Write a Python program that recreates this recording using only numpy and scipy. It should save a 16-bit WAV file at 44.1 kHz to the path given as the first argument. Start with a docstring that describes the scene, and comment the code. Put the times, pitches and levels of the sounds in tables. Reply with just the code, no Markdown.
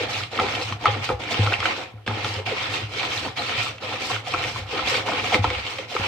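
"""On a kitchen table a wire whisk beats thin batter in a plastic bowl; two microphone ports pick it up for six seconds.
It opens within a stroke and keeps on at about two and a half strokes a second, with fine crackle where wires tear the film.
Hollows glug; pockets of air pop, loudest in the first two seconds, few between 2 and 4 s; loops clatter on the plastic.
The bowl drums at its low wall mode and bumps the table, hardest near 1.4 and 5.4 s; wires squeak between 3.4 and 5.4 s.
It ends within a stroke; steady room tone and the short echoes of a small kitchen lie behind it all."""
import sys
import numpy as np
from scipy import signal
from scipy.fft import rfft, irfft
from scipy.io import wavfile
from scipy.ndimage import uniform_filter1d

SR = 44100
rng = np.random.default_rng(int(sys.argv[2]) if len(sys.argv) > 2 else 0)


def transcribe(u):
    """Save the signal u as a 16-bit wav file named by the first command-line argument.

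    u: samples, shape (n,) or (channels, n), limited to [-1, 1]; the rate is SR.
    q: integer samples, one column per channel.
    """
    v = np.clip(np.atleast_2d(u).T, -1, 1)
    q = np.round(v * 32767).astype(np.int16)
    wavfile.write(sys.argv[1], SR, q)


N = 267687


def gain_of(db):
    """Decibels to an amplitude factor."""
    return 10 ** (np.asarray(db) / 20)


def evened(x):
    """Scales to rms 1."""
    return x / np.sqrt(np.mean(x ** 2) + 1e-20)


def read(points, hz):
    """Reads a table of (Hz, value) along a log-frequency axis."""
    f, value = np.transpose(points)
    return np.interp(np.log(hz + 1), np.log(f + 1), value)


def add(mix, s, sound):
    """Mixes a sound in at a time in seconds."""
    part = mix[max(0, round(s * SR)):][:len(sound)]
    part += sound[:len(part)]


def colour(x, points, size=4096):
    """Causal (minimum-phase) filter with the given spectrum in dB."""
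    log_gain = np.log(gain_of(read(points, abs(np.fft.fftfreq(size, 1 / SR)))))
    taps = np.fft.ifft(np.exp(np.conj(signal.hilbert(log_gain)))).real[:size // 2]
    return signal.oaconvolve(x, taps)[:len(x)]


def resonate(x, hz, width):
    """A resonance of gain 1, fixed or following a curve: shift it to 0 Hz, smooth, shift back."""
    turn = np.exp(2j * np.pi * np.cumsum(hz * np.ones(len(x))) / SR)
    r = np.exp(-np.pi * width / SR)
    return 2 * (turn * signal.lfilter([1 - r], [1, -r], x / turn + 1e-18)).real


def resonate_twice(x, hz, width):
    """Two resonances in a row, the second twice as wide, for steeper skirts."""
    return resonate(resonate(x, hz, width), hz, 2 * width)


def tone(hz):
    """Sine that follows a pitch curve."""
    return np.sin(2 * np.pi * np.cumsum(hz) / SR)


def decay(t, t60):
    """Exponential fade of 60 dB in t60 seconds."""
    return np.exp(-np.log(1000) * t / t60)


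def wander(rate_hz):
    """Smooth random curve of rms 1 that moves up to about a rate."""
    hz = np.fft.rfftfreq(N, 1 / SR)
    return evened(irfft(rfft(rng.standard_normal(N)) / (1 + (hz / rate_hz) ** 4), N))


def grains(per_s, spread_db):
    """Random clicks, most small and a few large."""
    size = gain_of(spread_db * np.minimum(rng.exponential(1, N), 4))
    return size * rng.choice([-1, 1], N) * (rng.random(N) < per_s / SR)


def band_noise(low_hz, high_hz, size):
    """Noise of rms 1 between two edges."""
    band = signal.butter(3, [low_hz, high_hz], "bandpass", fs=SR, output="sos")
    return evened(signal.sosfilt(band, rng.standard_normal(size)))


# Spectrum of the empty kitchen. Each row: frequency in Hz, relative density in dB per Hz.
KITCHEN_HUSH = [(20, -29), (75, 6), (130, -14), (300, -0.5), (1000, -15), (3000, -8), (7000, -28),
                (15000, -32)]


def room_tone(floor_db=-56):
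    """The quiet background of the kitchen: steady coloured noise, independent at each port."""
    return gain_of(floor_db) * np.array([evened(colour(rng.standard_normal(N), KITCHEN_HUSH)) for _ in range(2)])


# How long the kitchen rings. Each row: frequency in Hz, t60 in s.
KITCHEN_DECAY = [(100, 0.041), (500, 0.29), (2000, 0.3), (5000, 0.25), (12000, 0.22)]


def kitchen(x, early_db=6, early_s=0.0072):
    """Sparse echoes, strongest from the table and near shelves, each band dying at its own speed."""
    t = np.arange(SR) / SR
    taps = rng.choice([-1., 1.], (2, SR)) * (rng.random((2, SR)) < 3000 / SR) * (t > .002)
    taps = taps * (1 + gain_of(early_db) * np.exp(-t / early_s))
    hz, age, z = signal.stft(taps, SR, nperseg=256)
    fade = gain_of(-60 * age / read(KITCHEN_DECAY, hz)[:, None])
    tail = signal.istft(z * fade, SR, nperseg=256)[1]
    tail = tail / np.linalg.norm(tail, axis=1, keepdims=True)
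    return signal.fftconvolve(x, tail, axes=1)[:, :N]


# First echoes off the bowl wall and the table; the strongest comes about 30 cm the longer way.
# Each row: delay to the left port in s, delay to the right port in s, level in dB.
FIRST_ECHOES = [(.00095, 0.00079, -10.5), (.0019, 0.0012, -38), (.0034, 0.0028, -31)]


def bounced(x):
    """The nearest surfaces send a sound to each port again, by paths of different length."""
    hz = np.fft.rfftfreq(2 * N, 1 / SR)
    paths = 1 + sum(gain_of(db) * np.exp(-2j * np.pi * np.outer([left, right], hz))
                    for left, right, db in FIRST_ECHOES)
    return irfft(rfft(x, 2 * N) * paths)[:, :N]


# Modes of the hollow of the bowl. Each row: frequency in Hz, width in Hz, relative level in dB.
HOLLOW_MODES = [(227, 7.1, 2), (429, 30, 2), (509.3, 30.3, 7.5), (735, 46, 5), (810.4, 17.5, 1),
                (1330, 70, -12)]


def bowl(x, ring_db=-2, drift=0.015, drift_hz=4):
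    """Part of the sound leaves the bowl at once, part rings in its hollow, whose modes drift as the batter swirls."""
    swirl = 1 + drift * wander(drift_hz)
    return x + sum(gain_of(db + ring_db) * resonate(x, hz * swirl, width) for hz, width, db in HOLLOW_MODES)


def drumming(push, wall_hz=105, width_hz=26, rumble_db=-12):
    """The push of the whisk keeps the wall throbbing at its lowest mode, over a broader rumble."""
    sway = evened(resonate_twice(rng.standard_normal(N), wall_hz, width_hz))
    return push * (sway + gain_of(rumble_db) * band_noise(low_hz=65, high_hz=149.0, size=N))


# Higher modes of the bowl that a bump sets off.
# Each row: frequency in Hz, level relative to the bump in dB before its hardness, t60 in s.
THUD_MODES = [(170, -15, 0.095), (230.4, -9.5, 0.072), (334, -5, 0.03), (500, -20, 0.11)]
# The bowl bumping the table. Each row: start in seconds, level in dB, t60 of the ring in s,
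# hum of the table top relative to that level in dB, settled pitch of the wall in Hz, hardness of the thud in dB.
TABLE_BUMPS = [(0.403, -24, 0.27, -10, 101.3, 3), (0.554, -41, 0.14, -18, 114, -3),
               (0.715, -19.5, 0.25, -20, 105, -2), (0.872, -17, 0.37, -36, 105.6, -25),
               (0.9263, -20, 0.19, -28, 104, -14), (1.008, -21, 0.15, -16, 108, -17),
               (1.093, -18, 0.11, -8, 108, 2), (1.124, -18, 0.18, -2.5, 102, -3),
               (1.39, -5.5, 0.26, -26, 103, -3), (1.467, -9, 0.086, -20, 104, -14),
               (1.586, -20, 0.19, -11, 99, -8), (1.936, -28.5, 0.4, -18, 106, -2),
               (2.077, -20.5, 0.41, -18, 104.4, 7), (2.241, -19, 0.13, -21, 101, -17),
               (2.3, -23, 0.22, -24, 102, -14), (2.365, -18.5, 0.19, -23, 98, -12),
               (2.82, -20.5, 0.24, -14, 107.5, -2), (3.578, -22, 0.18, -22, 109.6, -10),
               (3.75, -35, 0.17, -16, 103, -14), (4.117, -25, 0.4, -20, 108.4, -10),
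               (4.371, -29, .2, -7, 94.5, -5), (4.598, -21, 0.24, -8, 100, -10),
               (4.825, -26.5, 0.16, -2, 102, -6), (5.199, -28, 0.18, -7, 101, -8),
               (5.389, -6.5, 0.16, -17, 99.5, -7), (5.455, -18, 0.25, -2, 99.7, -20),
               (5.551, -25, 0.26, 1, 100, -14), (5.992, -17.5, 0.18, -8, 98.4, 2.5)]


def bumps(rise_s=0.016, stiffen=0.21, relax_s=0.003, thud_rise_s=0.0042, table_hz=68):
    """The base lands with a thud; the wall rings on, a little sharp while it is bent, and the table top hums."""
    t, out = np.arange(SR // 2) / SR, np.zeros(N)
    for s, db, t60, table_db, hz, hard_db in TABLE_BUMPS:
        wall = tone(hz * (1 + stiffen * np.exp(-t / relax_s)))
        top = gain_of(table_db) * np.sin(2 * np.pi * table_hz * t)
        ring = (wall + top) * decay(t, t60) * (1 - np.exp(-t / rise_s))
        thud = np.zeros(len(t))
        for mode_hz, mode_db, mode_t60 in THUD_MODES:
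            mode = np.sin(2 * np.pi * (mode_hz * t + rng.random())) * decay(t, mode_t60)
            thud += gain_of(mode_db + hard_db) * mode
        add(out, s, gain_of(db) * (ring + thud * (1 - np.exp(-t / thud_rise_s))))
    return out


# What the plastic wall rings with when struck. Each row: frequency in Hz, width in Hz, relative level in dB.
PLASTIC_MODES = [(418, 40, -4), (506, 23, 8.5), (728, 32, 0), (816, 20, 3.5), (1168, 36, -8),
                 (1215, 30, -0.5), (2040, 70, -5), (2324, 60, -5), (2740, 90, -6), (3094, 71, -1)]


def wall_ring(x, spot_hz, spot_db=6.5):
    """The plastic wall answers a blow, most at the modes that the struck spot favours."""
    # a mode loses spot_db at one octave from the favoured pitch, and four times that at two
    return sum(gain_of(db - spot_db * np.log2(hz / spot_hz) ** 2) * evened(resonate(x, hz, width))
               for hz, width, db in PLASTIC_MODES)


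# A wire on bare plastic. Each row: start in seconds, length in s, level in dB before the trim, pitch in Hz.
WIRE_SQUEAKS = [(3.389, 0.012, -28, 4120), (3.573, .06, -30, 2475), (3.592, 0.012, -34, 2970),
                (5.338, 0.01, -18.5, 2134)]


def squeaks(trim_db=-3, jitter=0.018, jitter_hz=420, chatter_db=4):
    """Stick and slip gives a brief, unsteady, chattering tone."""
    out = np.zeros(N)
    unsteady = 1 + jitter * wander(jitter_hz)
    grip = gain_of(chatter_db * wander(jitter_hz))
    for s, length, db, hz in WIRE_SQUEAKS:
        span = slice(round(s * SR), round((s + length) * SR))
        pitch = hz * unsteady[span]
        squeak = tone(pitch) * grip[span] * signal.windows.tukey(len(pitch), .7)
        add(out, s, gain_of(db + trim_db) * evened(squeak))
    return out


# The loops of the whisk clattering hard on the bowl.
# Each row: start in seconds, level in dB, fade in s, pitch that the struck spot favours in Hz.
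LOOP_KNOCKS = [(.394, -18, 0.0087, 800), (.86, -18.5, 0.024, 920), (1.097, -13, 0.012, 594),
               (2.078, -32, 0.049, 1000), (2.246, -27.5, 0.016, 900), (4.34, -23, 0.011, 800),
               (5.324, -23.5, 0.009, 750), (5.348, -12, 0.0061, 480), (5.444, -25, 0.0089, 950),
               (5.505, -21.5, 0.011, 480)]


def knocks(wire_gap_s=.0035, rise_s=0.0021, cushion_hz=2600):
    """The wire loops land one after another, cushioned by batter, and set the wall ringing."""
    t, out = np.arange(SR // 4) / SR, np.zeros(N)
    for s, db, fade_s, spot_hz in LOOP_KNOCKS:
        fade = np.exp(-t / fade_s) * (1 - np.exp(-t / rise_s))
        landed = np.cumsum(rng.uniform(.5, 1.5, size=24)) * wire_gap_s
        # one click of random sign at each landing
        rattle = np.diff(np.searchsorted(landed, t), prepend=0) * rng.choice([-1, 1], len(t)) * fade
        ring = signal.lfilter(*signal.butter(2, cushion_hz, fs=SR), wall_ring(rattle, spot_hz))
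        add(out, s, gain_of(db) * ring * np.linalg.norm(fade) / np.linalg.norm(ring))
    return out


# The harder slaps of wires on the wall. Each row: start in seconds, level in dB before the trim.
WIRE_SLAPS = [(0.2356, -16.5), (0.3762, -15.5), (0.3916, -25), (.398, -10.5), (0.4857, -16), (0.5503, -14),
              (0.724, -18), (0.8557, -9), (0.863, -14), (1.09, -15), (1.1975, -37), (1.237, -23),
              (1.3432, -14), (1.4204, -18), (1.4638, -13), (1.533, -13), (1.603, -13), (1.6569, -11),
              (2.064, -24), (2.0759, -14), (2.245, -12.5), (2.389, -21), (2.462, -20), (2.9966, -13.5),
              (3.031, -14.5), (3.1172, -17), (3.3722, -20), (3.44, -33), (3.4862, -23), (3.5798, -18),
              (3.7815, -26.5), (3.959, -19.5), (4.0983, -27), (4.1608, -17), (4.2667, -21), (4.3376, -13),
              (4.4393, -13.5), (4.447, -16), (4.7785, -16), (4.792, -18), (4.8713, -22), (4.8998, -30),
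              (4.9422, -13), (5.1346, -18), (5.1968, -14.5), (5.2435, -16.5), (5.3252, -17), (5.34, -13),
              (5.3443, -6.5), (5.442, -12.5), (5.5025, -11.5), (5.5508, -19), (5.6653, -17), (5.7854, -17),
              (5.948, -26.5), (5.966, -16.5)]
# centre pitch of the struck plastic, and its spread from spot to spot (natural log)
TICK_HZ, TICK_SCATTER = 2400, 0.25


def slaps(trim_db=-4.5, fade_s=0.0026, width_hz=700, tick_db=6, dull_hz=5600, ring_db=-5, ring_octaves=.6):
    """Wires hit the wet plastic in a burst of noise; the spot ticks at its own pitch and the wall rings briefly."""
    t, out = np.arange(SR // 8) / SR, np.zeros(N)
    fade = np.exp(-t / fade_s)
    for s, db in WIRE_SLAPS:
        hz = TICK_HZ * np.exp(TICK_SCATTER * rng.standard_normal())
        burst = colour(rng.laplace(size=len(t)) * fade, SCRAPE_SPECTRUM)
        ring = wall_ring(burst, hz * 2 ** (ring_octaves * rng.uniform(-1.2, 0)))
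        tick = gain_of(tick_db) * resonate(burst, hz, width_hz)
        hit = evened(burst + tick) + gain_of(ring_db) * evened(ring)
        hit = signal.lfilter(*signal.butter(1, dull_hz, fs=SR), hit)  # batter cushions the blow
        add(out, s, gain_of(db + trim_db) * hit * np.linalg.norm(fade) / np.linalg.norm(hit))
    return out


# Hollows opening behind the whisk.
# Each row: start in seconds, length in s, level in dB before the trim, first pitch in Hz.
HOLLOW_GLUGS = [(0, 0.026, -28, 583), (0.388, 0.025, -38, 760), (0.425, 0.034, -26.5, 553),
                (0.838, 0.058, -28, 956), (2.385, 0.033, -32.5, 592), (2.468, 0.027, -33.5, 880),
                (2.512, 0.037, -27, 573), (2.945, 0.029, -38, 750), (2.968, 0.019, -33.5, 503),
                (3.39, 0.023, -30.5, 770), (4.27, 0.035, -31, 828), (4.726, 0.04, -30, 525),
                (4.912, 0.029, -29, 596), (4.941, 0.022, -29, 652), (5.085, 0.022, -31, 1000),
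                (5.091, 0.023, -28, 815), (5.321, 0.018, -21.5, 910), (5.786, 0.023, -30.5, 652),
                (5.912, 0.025, -34, 844), (5.951, 0.013, -24, 530)]
GLUG_FALL = 0.59  # last pitch over first pitch


def glugs(trim_db=-5, width_hz=120, wire_gap_s=.009, spatter=0.055, rough_db=-6, peak_early=.6):
    """The hollow behind the whisk rings with a pitch that falls as it opens; passing wires pluck and roughen it."""
    out = np.zeros(N)
    for s, length, db, first in HOLLOW_GLUGS:
        hz = np.geomspace(first, first * GLUG_FALL, int(length * SR))
        plucks = spatter * rng.standard_normal(SR)
        plucks[(np.cumsum(rng.uniform(.5, 1.5, size=16)) * wire_gap_s * SR).astype(int)] += 1
        plucks[0] += 1
        plucked = resonate_twice(plucks[:len(hz)], hz, width_hz)
        hollow = evened(tone(hz)) + gain_of(rough_db) * evened(plucked)
        swell = np.sin(np.pi * np.linspace(0, 1, len(hz)) ** peak_early)
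        add(out, s, gain_of(db + trim_db) * evened(hollow * swell))
    return out


# Air pockets snapping open. Each row: start in seconds, level in dB, pitch midway through its sag in Hz.
AIR_POPS = [(0.39, -11, 1254), (0.3976, -12, 1290), (.724, -23, 1060), (.857, -5.5, 1257), (.864, -7, 1245),
            (1.0913, -13.5, 1250), (1.473, -16, 1340), (1.5237, -6.5, 1500), (1.538, -9, 2630),
            (1.627, -15.5, 1410), (1.655, -9.5, 1520), (2.077, -15, 1630), (3.523, -23.5, 1310),
            (3.667, -26, 1190), (4.1, -18.5, 1070), (4.111, -22, 1100), (4.145, -23, 1480),
            (4.163, -18, 1440), (4.339, -12.5, 1130), (4.345, -15.5, 1320), (4.5603, -22, 1060),
            (4.792, -16.5, 1330), (5.087, -16, 980), (5.12, -19, 1430), (5.443, -9.5, 936),
            (5.449, -12, 1290), (5.964, -14, 1260)]
POP_T60_S = 0.022


def pops(rise_s=0.00047, sag=0.11, sag_s=0.0045, puff_db=-9, puff_s=0.0027, puff_ratio=0.84, width_hz=450):
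    """A pocket snaps open: a damped tone sags as the hole widens, with a lower puff as the batter falls back."""
    t, out = np.arange(SR // 10) / SR, np.zeros(N)
    fade = np.exp(-t / puff_s)
    for s, db, hz in AIR_POPS:
        ring = tone(hz * (1 + sag * (np.exp(-t / sag_s) - .5))) * decay(t, POP_T60_S)
        puff = resonate_twice(rng.standard_normal(len(t)), puff_ratio * hz, width_hz) * fade
        puff *= gain_of(puff_db) * np.linalg.norm(fade) / np.linalg.norm(puff)
        add(out, s, gain_of(db) * (ring + puff) * (1 - np.exp(-t / rise_s)))
    return out


SPLASH_DB, SPLASH_S = -17.5, 0.0058  # slosh gain relative to the pop, and its fade


def splashes():
    """Slosh gain: every pop throws up batter that falls back as a brief burst of slosh."""
    gain, fade = np.zeros(N), np.exp(-np.arange(SR // 4) / SR / SPLASH_S)
    for s, db, _ in AIR_POPS:
        add(gain, s, gain_of(db + SPLASH_DB) * fade)
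    return gain


# Spectrum of the sloshing batter. Each row: frequency in Hz, relative density in dB per Hz.
SLOSH_SPECTRUM = [(100, -14.5), (190, -2.5), (250, -2), (320, 0.5), (450, 2), (520, 1.5), (620, 2.5),
                  (780, 1.5), (950, -2), (1400, -4), (1800, -4), (3000, -9)]


def slosh(gain, trim_db=-5.0, cycles=4, glide=0.07, count=28):
    """Small pockets of air in the batter, each ringing for a few cycles with a bending pitch."""
    t, out = np.arange(SR // 20) / SR, np.zeros(N)
    for hz in np.geomspace(200, 2200, count):
        age = t * hz / cycles
        bend = 1 + glide * rng.standard_normal() * np.tanh(age)
        pocket = tone(hz * bend) * np.exp(-age) * hz
        out += signal.oaconvolve(grains(per_s=50, spread_db=3.0), pocket)[:N]
    return evened(colour(out, SLOSH_SPECTRUM)) * gain * gain_of(trim_db)


def wire_ticks(fizz, trim_db=-6, low_hz=1200, high_hz=6200, ring_s=0.0017, rasp_s=.003, slips_per_s=650, count=26):
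    """Single wires skip over the plastic: each tick is a few quick slips, ringing at the pitch of its own spot."""
    t, out = np.arange(SR // 30) / SR, np.zeros(N)
    for hz in np.geomspace(low_hz, high_hz, count):
        slips = (rng.random(len(t)) < slips_per_s / SR) * np.exp(-t / rasp_s)
        slips[0] = 1
        rasp = signal.fftconvolve(slips, np.sin(2 * np.pi * hz * t) * np.exp(-t / ring_s))
        out += signal.oaconvolve(grains(per_s=14, spread_db=2.2), evened(rasp) * np.sqrt(hz))[:N]
    return bounced(evened(colour(out, SCRAPE_SPECTRUM)) * fizz * gain_of(trim_db))


def shifting(x, depth_db):
    """The film thins and thickens under the wires, so the colour drifts in patches of some 500 Hz by 30 ms."""
    z = signal.stft(x, nperseg=256, noverlap=192)[2]
    patches = rng.standard_normal(z.shape[1:])  # the same at both ports
    patches = evened(uniform_filter1d(uniform_filter1d(patches, size=3, axis=0), size=20, axis=1))
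    return evened(signal.istft(z * gain_of(depth_db * patches), nperseg=256, noverlap=192)[1][:, :N])


def touches(per_s, fade_s, depth):
    """One wire loop after another catches the wall: each touch lifts the scrape in about a millisecond and fades."""
    loops = np.diff(np.floor(np.cumsum(per_s * np.exp(.5 * wander(rate_hz=40))) / SR), prepend=0)
    lift = signal.lfilter([1], [1, -np.exp(-1 / (fade_s * SR))], loops * rng.uniform(0.64, 0.67, N))
    return evened(1 + depth * uniform_filter1d(lift, size=48))


# Spectrum of wires on the wet wall, also for slaps and ticks.
# Each row: frequency in Hz, relative density in dB per Hz.
SCRAPE_SPECTRUM = [(250, -20), (800, -8), (1300, -4.5), (1700, -8), (2300, 0), (3100, -2.5), (4400, -6),
                   (5600, -12), (7000, -18), (7700, -18), (9000, -26), (11500, -33.5), (15000, -33)]


def scrape(gain, fizz, trim_db=0.35, apart=0.96, split_hz=3900):
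    """Wires tear the film of batter: clumped crackle from all round the wall, partly different at each port."""
    shared, left, right = (evened(colour(grains(per_s=2800, spread_db=0.5), SCRAPE_SPECTRUM)) for _ in range(3))
    ports = np.sqrt(1 - apart) * shared + np.sqrt(apart) * np.array([left, right])
    crackle = shifting(ports, depth_db=2.0)
    body = signal.sosfiltfilt(signal.butter(2, split_hz, fs=SR, output="sos"), crackle)
    # fast wires in a thin film add fizz on top of the body of the scrape
    crackle = body * gain + (crackle - body) * fizz
    return crackle * gain_of(trim_db) * touches(per_s=75, fade_s=0.005, depth=0.7)


def stroke(start, end, bite_s, first_db, last_db, fall_db_per_s, sweep_db):
    """Gain of one stroke: it bites, runs from its first to its last level along the sweep, and dies away."""
    t = np.arange(N) / SR
    share = np.clip((t - start) / (end - start), 0, 1)
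    sweep = np.interp(share, np.linspace(0, 1, len(sweep_db)), sweep_db)
    held = first_db + (last_db - first_db) * share + sweep
    return np.clip((t - start) / bite_s, 0, 1) * gain_of(held - fall_db_per_s * np.maximum(t - end, 0))


# Shared by all strokes: batter is swept up early, and the wires are fastest in the thin film on the way back.
# Each row, at even steps through a stroke: scrape in dB, slosh in dB, fizz relative to the scrape in dB.
STROKE_SWEEP = [(1, 3, -4.5), (0.5, 0, -7.5), (2.5, 1.5, -9.5), (-1, -1.5, -2), (-3, -2.3, -4.5)]
# Strokes round the bowl, digging in or easing off, with a change of level where the hand changes direction.
# Each row: start in seconds, end in s, time to bite in s, scrape at the start in dB, scrape at the end in dB,
# time of the lull in s, its gain in dB, further fizz relative to the scrape in dB,
# slosh relative to the scrape in dB, push on the wall in dB. 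The sweep, swerves and trims add to these levels.
WHISK_STROKES = [(-.078, 0.231, .04, -26.5, -33, .075, -7.5, 3, -1, -42.5),
                 (0.3, 0.709, 0.1, -29, -32, .45, -0.5, 2.5, 0, -40.5),
                 (0.786, 1.107, 0.042, -36, -34, 1.005, -3, 2.5, -1, -40.5),
                 (1.188, 1.556, 0.016, -33.5, -27, 1.26, -1, -0.5, -2.5, -45),
                 (1.58, 1.828, 0.08, -22, -31.5, 1.75, -5, -0.5, 0.5, -46.5),
                 (2.0635, 2.374, 0.0022, -36, -31, 2.17, 0.5, 1.5, 0.5, -42),
                 (2.451, 2.827, 0.016, -31.5, -29, 2.69, -2.5, -0.5, -4, -41),
                 (2.882, 3.269, 0.1, -31, -29.5, 3.09, -4, 3.5, -1, -42.5),
                 (3.353, 3.688, 0.027, -30.5, -29, 3.465, -2.5, 1.5, -5, -43.5),
                 (3.797, 4.146, 0.039, -33, -26.5, 3.98, -7.5, 1.5, -4, -47),
                 (4.227, 4.586, 0.065, -34, -32.5, 4.53, -2.5, 5, -0.5, -40.5),
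                 (4.651, 4.985, 0.074, -33, -24.5, 4.85, -2.5, 2, -3, -42),
                 (5.051, 5.355, 0.021, -31, -27, 5.225, -8, 2, -0.5, -42.5),
                 (5.417, 5.823, 0.018, -31.5, -34, 5.625, -4.5, 0.5, -2.5, -48.5),
                 (5.868, 6.22, 0.1, -30, -32.5, 6.12, -7, 3.5, -1, -50)]
# Brief rises and dips in level of the scrape, fizz and slosh.
# Each row: centre in seconds, gain in scrape in dB, gain in fizz in dB, gain in slosh in dB.
LEVEL_SWERVES = [(.41, 2, -0.5, 7), (.61, 0, -0.5, 7.5), (.875, 11.5, -4, 8), (.97, -1.5, -5, 6.5),
                 (1.045, 7.5, 4.5, 2), (1.112, -6, 4.5, 7.5), (1.318, -3, 10.5, 8), (1.67, 1.5, 1.5, 0),
                 (2.11, 0.5, -1, 8), (2.26, -2, 3, 2.5), (2.755, 5, 4.5, 3.5), (3.6, 6.5, 0.5, 5),
                 (3.65, -0.5, 6, 4), (4.035, -1.5, -2, 0), (4.085, -6, 4, -5), (4.91, 2, 0.5, -4.5),
                 (5.347, 8, 6.5, 12)]
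# once the wires leave the wall, each layer dies at its own speed
SCRAPE_FALL_DB_PER_S, SLOSH_FALL_DB_PER_S, WALL_FALL_DB_PER_S = 243, 136, 78
WALL_LEAN_DB = 2  # the push on the wall grows by this much through a stroke
LULL_S, SWERVE_S = 0.022, 0.021  # time from the centre to 1/e of the dB change


def whisk():
    """The strokes drive four gains: scrape, fizz, slosh and the push on the wall."""
    scrape_db, slosh_db, fizz_db = np.transpose(STROKE_SWEEP)
    t, power = np.arange(N) / SR, np.zeros((4, N))
    for start, end, bite_s, first, last, lull_at, lull_db, bright, wet, push in WHISK_STROKES:
        lull = gain_of(lull_db * np.exp(-((t - lull_at) / LULL_S) ** 2))
        span, run = (start, end, bite_s), (start, end, bite_s, first, last)
        power += np.square([
            lull * stroke(*run, SCRAPE_FALL_DB_PER_S, scrape_db),
            lull * stroke(*run, SCRAPE_FALL_DB_PER_S, scrape_db + fizz_db + bright),
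            lull * stroke(*run, SLOSH_FALL_DB_PER_S, slosh_db + wet),
            stroke(*span, push, push + WALL_LEAN_DB, WALL_FALL_DB_PER_S, [0])])
    swerves_db = sum(np.outer([body, bright, wet, 0], np.exp(-((t - s) / SWERVE_S) ** 2))
                     for s, body, bright, wet in LEVEL_SWERVES)
    return np.sqrt(power) * gain_of(swerves_db)


# the batter lies unevenly in the way of the wires
SCRAPE_LUMPS_DB, SLOSH_LUMPS_DB, LUMPS_HZ = 1.0, 2.5, 10.2
FIZZ_FLUTTER_DB, FIZZ_FLUTTER_HZ = 1.6, 27.5  # random flutter in the level of the fizz


def scene(room_db=-5, pocket_room_db=-8):
    """Batter and wires sound from the bowl into the room; the low wall mode reaches both ports alike."""
    scraping, fizzing, sloshing, push = whisk()
    fizzing = fizzing * gain_of(FIZZ_FLUTTER_DB * wander(FIZZ_FLUTTER_HZ))
    sloshing = sloshing * gain_of(SLOSH_LUMPS_DB * wander(LUMPS_HZ))
    wires = scrape(scraping, fizzing) + wire_ticks(fizzing)
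    wires = wires * gain_of(SCRAPE_LUMPS_DB * wander(LUMPS_HZ))
    batter = slosh(np.hypot(sloshing, splashes()))
    whisking = wires + bounced(bowl(batter) + knocks() + squeaks()) + slaps()
    pockets = bounced(bowl(pops() + glugs()))
    echoes = kitchen(gain_of(room_db) * whisking + gain_of(pocket_room_db) * pockets)
    return whisking + pockets + echoes + drumming(push) + bumps() + room_tone()


# Colour between the two microphone ports. Each row: frequency in Hz, left minus right in dB.
PORT_BALANCE = [(120, 1), (250, 0.5), (420, 5.5), (520, -1), (650, -10), (830, -1), (1250, 3.5), (1600, -3),
                (2500, -0.5), (4300, -2), (6100, -3.5), (7500, 4), (9500, 0.5), (14000, -3)]
EDGE_HZ = 15550  # upper band limit


def record(dry, lead_s=.00003):
    """Two microphone ports with their own colour, the left about 1 cm nearer; then the band limit."""
    hz = np.fft.rfftfreq(2 * N, 1 / SR)
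    # half the difference in level and time goes to each port
    port = gain_of(read(PORT_BALANCE, hz) / 2) * np.exp(1j * np.pi * hz * lead_s)
    heard = irfft(rfft(dry, 2 * N) * np.array([port, 1 / port]))[:, :N]
    low_pass = signal.firwin(511, EDGE_HZ, window=("kaiser", 9), fs=SR)
    return signal.oaconvolve(heard, low_pass[None], "same")


dry = scene()
out = record(dry)
transcribe(out)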